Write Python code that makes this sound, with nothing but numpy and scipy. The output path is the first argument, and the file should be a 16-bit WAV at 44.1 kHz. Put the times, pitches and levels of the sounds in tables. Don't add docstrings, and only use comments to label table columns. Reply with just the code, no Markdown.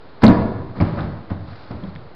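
import sys
import numpy as np
from scipy import signal
from scipy.fft import rfft, irfft
from scipy.io import wavfile
from scipy.ndimage import uniform_filter1d

SR = 44100
rng = np.random.default_rng(int(sys.argv[2]) if len(sys.argv) > 2 else 0)


def unload_audio(sound):
    columns = np.transpose(np.atleast_2d(sound))
    steps = np.round(np.clip(columns, -1, 1) * 32767)
    wavfile.write(sys.argv[1], SR, steps.astype(np.int16))


N = 94815
T = np.arange(N) / SR
HZ = np.fft.rfftfreq(N, 1 / SR)


def amp(db):
    return 10 ** (np.asarray(db) / 20)


def unit(x):
    return x / np.sqrt(np.mean(x ** 2) + 1e-20)


def curve_at(points, hz):
    freqs, values = np.transpose(points)
    return np.interp(np.log(hz + 1), np.log(freqs), values)


def add(mix, start_s, sound):
    part = mix[round(start_s * SR):][:len(sound)]
    part += sound[:len(part)]


def noise(colour, tilt_db=0):
    gain = amp(curve_at(colour, HZ) + tilt_db * np.log2(HZ + 20))
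    return unit(irfft(rfft(rng.standard_normal(N)) * gain, N))


def ring(hz, t60, rise_s):
    return np.sin(2 * np.pi * hz * T) * (1 - np.exp(-T / rise_s)) * np.exp(-np.log(1000) * T / t60)


def burst(sound, envelope):
    shaped = sound * envelope
    return shaped / np.sqrt(np.sum(shaped ** 2) / np.sum(envelope ** 2))


def swell_at(peak_s, swell_s, fade_s):
    return np.exp(-((T - peak_s) / np.where(T < peak_s, swell_s, fade_s)) ** 2)


def hall_air(level_db=-45):
    # frequency in Hz, relative level of the air in dB.
    colour = [(25, -11), (60, -2), (130, -1), (220, -7), (380, -2), (900, -7.5), (1400, -11), (2000, -17.5),
              (3000, -25.5), (4200, -23), (5500, -32)]
    return amp(level_db) * noise(colour)


def jackets(grain_db=2):
    # peak time in seconds, level in dB, swell and fade in seconds, tilt in dB per octave.
    sweeps = [(0.23, -25.5, 0.013, .01, 2), (0.781, -29.5, 0.025, 0.017, -1.5),
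              (.86, -33, 0.016, 0.093, -1), (1.005, -38, 0.073, 0.068, 1), (1.5, -45, 0.034, 0.056, 3.5),
              (1.6, -46.5, 0.11, 0.21, 4.5), (1.878, -44.5, 0.032, 0.033, 1.5),
              (2.095, -80, 0.015, 0.044, 5)]
    # frequency in Hz, relative level of the rustle in dB.
    colour = [(60, -16), (200, 19.5), (600, 7), (1300, 6), (2200, -5), (3000, -14.5), (4200, -10),
              (5500, -18.5)]
    rustle = np.zeros(N)
    for peak, db, swell, fade, tilt_db in sweeps:
        rustle += amp(db) * swell_at(peak, swell, fade) * noise(colour, tilt_db)
    grain = unit(uniform_filter1d(rng.standard_normal(N), size=200))
    return rustle * unit(amp(grain_db * grain))


def thumps():
    # start in seconds, level in dB, padding pitch in Hz, its t60 in seconds,
    # floor boom in dB relative to the landing, boom pitch in Hz.
    landings = [(.229, -7, 249, 0.033, -17, 102), (0.234, 3.5, 280.6, 0.045, -14, 114),
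                (0.2422, 9.5, 220.3, 0.13, -11, 123), (0.2829, -2, 205.5, 0.068, -8, 83),
                (0.374, -26, 165, .1, -2, 89), (0.786, -35.5, 172.3, 0.16, -5, 108),
                (0.801, -11, 166, 0.14, -6.5, 97.2), (0.8149, -6, 223.7, 0.067, 0.5, 104.1),
                (0.971, -23.5, 161, 0.09, 1, 97.3), (1.07, -32.5, 153, 0.22, -3.5, 90.7),
                (1.311, -20, 275, 0.02, 4.5, 91.2), (1.393, -30.5, 163.5, 0.23, 9, 95.2),
                (1.433, -26.5, 178, 0.077, -2.5, 107.3), (1.707, -26, 167.6, 0.095, 4, 118.2),
                (1.745, -23.5, 204.6, .08, 2, 107.5), (1.8351, -19, 192.5, .08, -17.5, 82),
                (1.875, -21.5, 174, 0.13, -4, 94.5), (1.953, -35, 152, 0.24, -5, 103)]
    # pitch in Hz, level in dB relative to the landing, t60 in seconds.
    cover_modes = [(298.2, -13, 0.075), (368, -17.5, 0.085), (544, -17, 0.087), (1036, -22, .09)]
    cover = sum(amp(db) * ring(hz, t60, rise_s=0.0013) for hz, db, t60 in cover_modes)
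    out = np.zeros(N)
    for start, db, hz, t60, boom_db, boom_hz in landings:
        padding = ring(hz, t60, rise_s=0.0015)
        boom = amp(boom_db) * ring(boom_hz, t60=0.15, rise_s=0.0037)
        add(out, start, amp(db) * (padding + cover + boom))
    return out


def slaps(rise_s=0.002):
    # start in seconds, level in dB, decay in seconds, tilt in dB per octave.
    contacts = [(0.2334, 3, 0.019, -2.5), (.238, 7, 0.0027, -1), (.281, -3, 0.031, -4),
                (.802, -15.5, 0.036, -0.5), (.968, -24.5, 0.09, -0.5), (1.3005, -24, 0.018, 1.5),
                (1.313, -19.5, 0.023, -3.5), (1.704, -29.5, 0.043, -2), (1.826, -32, 0.038, -2)]
    # frequency in Hz, relative level of the slap in dB.
    colour = [(25, -20.5), (60, -28), (130, -0.5), (290, 2.5), (430, -11), (600, -7.5), (1100, -12),
              (2000, -22.5), (3000, -33.5), (5000, -39.5)]
    out = np.zeros(N)
    for start, db, decay, tilt_db in contacts:
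        envelope = (1 - np.exp(-T / rise_s)) * np.exp(-T / decay)
        add(out, start, amp(db) * burst(noise(colour, tilt_db), envelope))
    return out


def snaps():
    # start in seconds, level in dB, band centre and width in Hz, decay in seconds.
    ticks = [(0.2658, -16.5, 4060, 250, 0.001), (0.2797, -22.5, 4000, 1223, 0.0012),
             (0.801, -29, 2000, 890, 0.0026), (.811, -35, 4770, 940, 0.0016),
             (.986, -29.5, 1333, 500, 0.011), (1.005, -41.5, 3670, 1460, 0.0029),
             (1.3002, -43, 1700, 1000, 0.0024), (1.712, -46.5, 4870, 1810, 0.002),
             (1.837, -45, 3470, 500, 0.002), (1.952, -43, 3460, 2440, 0.0014),
             (1.9601, -33, 1770, 820, 0.00076), (1.960, -44.5, 3820, 1180, 0.0017)]
    out = np.zeros(N)
    for start, db, centre, width, decay in ticks:
        resonance = 1 / (1 + (2 * (HZ - centre) / width) ** 2)
        band = unit(irfft(rfft(rng.standard_normal(N)) * resonance, N))
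        envelope = (2 * T / decay) * np.exp(1 - 2 * T / decay)
        add(out, start, amp(db) * burst(band, envelope))
    return out


def hall_echo(sound, build_s=0.012):
    # frequency in Hz, t60 of the hall in seconds.
    decay_times = [(60, 1.47), (110, 1.6), (200, 0.58), (420, 1.024), (1100, 1.04), (3000, 0.77),
                   (5000, 0.78)]
    # frequency in Hz, level of the echo in dB.
    colour = [(30, -1.5), (90, -2), (140, -3), (200, -10.5), (400, -0.5), (1000, -4.5), (2500, -5),
              (5000, -3)]
    hz, t, spectrum = signal.stft(rng.standard_normal(N), SR, nperseg=512)
    t60 = curve_at(decay_times, hz)[:, None]
    decay = np.exp(-np.log(1000) * t / t60)
    equal_energy = np.sqrt(2 * np.log(1000) / (t60 * SR))
    spectrum = spectrum * decay * equal_energy * amp(curve_at(colour, hz))[:, None]
    tail = signal.istft(spectrum, SR, nperseg=512)[1][:N]
    return signal.fftconvolve(sound, tail * (1 - np.exp(-T / build_s)))[:N]


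def rolls():
    # peak time in seconds, level in dB, swell and fade in seconds.
    shifts = [(.86, -24, 0.043, 0.1), (1.02, -28, .06, 0.15), (1.44, -38, 0.08, 0.12),
              (1.77, -33, 0.036, 0.043), (1.95, -38, 0.057, 0.11)]
    # frequency in Hz, relative level of the rumble in dB.
    colour = [(25, -22.5), (55, -5), (95, 0), (160, -2.5), (230, -11), (400, -26), (1500, -51.5)]
    return noise(colour) * sum(amp(db) * swell_at(peak, swell, fade) for peak, db, swell, fade in shifts)


def scene(thump_send_db=-8.5, snap_send_db=-11):
    thuds = thumps()
    surface = slaps() + jackets()
    ticks = snaps()
    echo = hall_echo(surface + amp(thump_send_db) * thuds + amp(snap_send_db) * ticks)
    return (thuds + surface + ticks + echo + hall_air() + rolls())[None]


def record(dry):
    presence_db, presence_hz, width_hz = 2, 4100, 1800
    mic_top_hz, overload_top_hz, band_limit_hz = 5140, 10200, 15800
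    ceiling, dc_offset = 0.71, 0.009
    presence = amp(presence_db * np.exp(-((HZ - presence_hz) / width_hz) ** 2))
    x = irfft(rfft(dry) * presence, N)
    x = signal.sosfilt(signal.butter(16, mic_top_hz, fs=SR, output="sos"), x) + dc_offset
    x = x / (1 + (x / ceiling) ** 32) ** (1 / 32)
    x = signal.sosfilt(signal.butter(1, overload_top_hz, fs=SR, output="sos"), x)
    band_limit = signal.firwin(255, band_limit_hz, window=("kaiser", 9), fs=SR)
    return signal.oaconvolve(x, band_limit[None], "same")


dry = scene()
out = record(dry)
unload_audio(out)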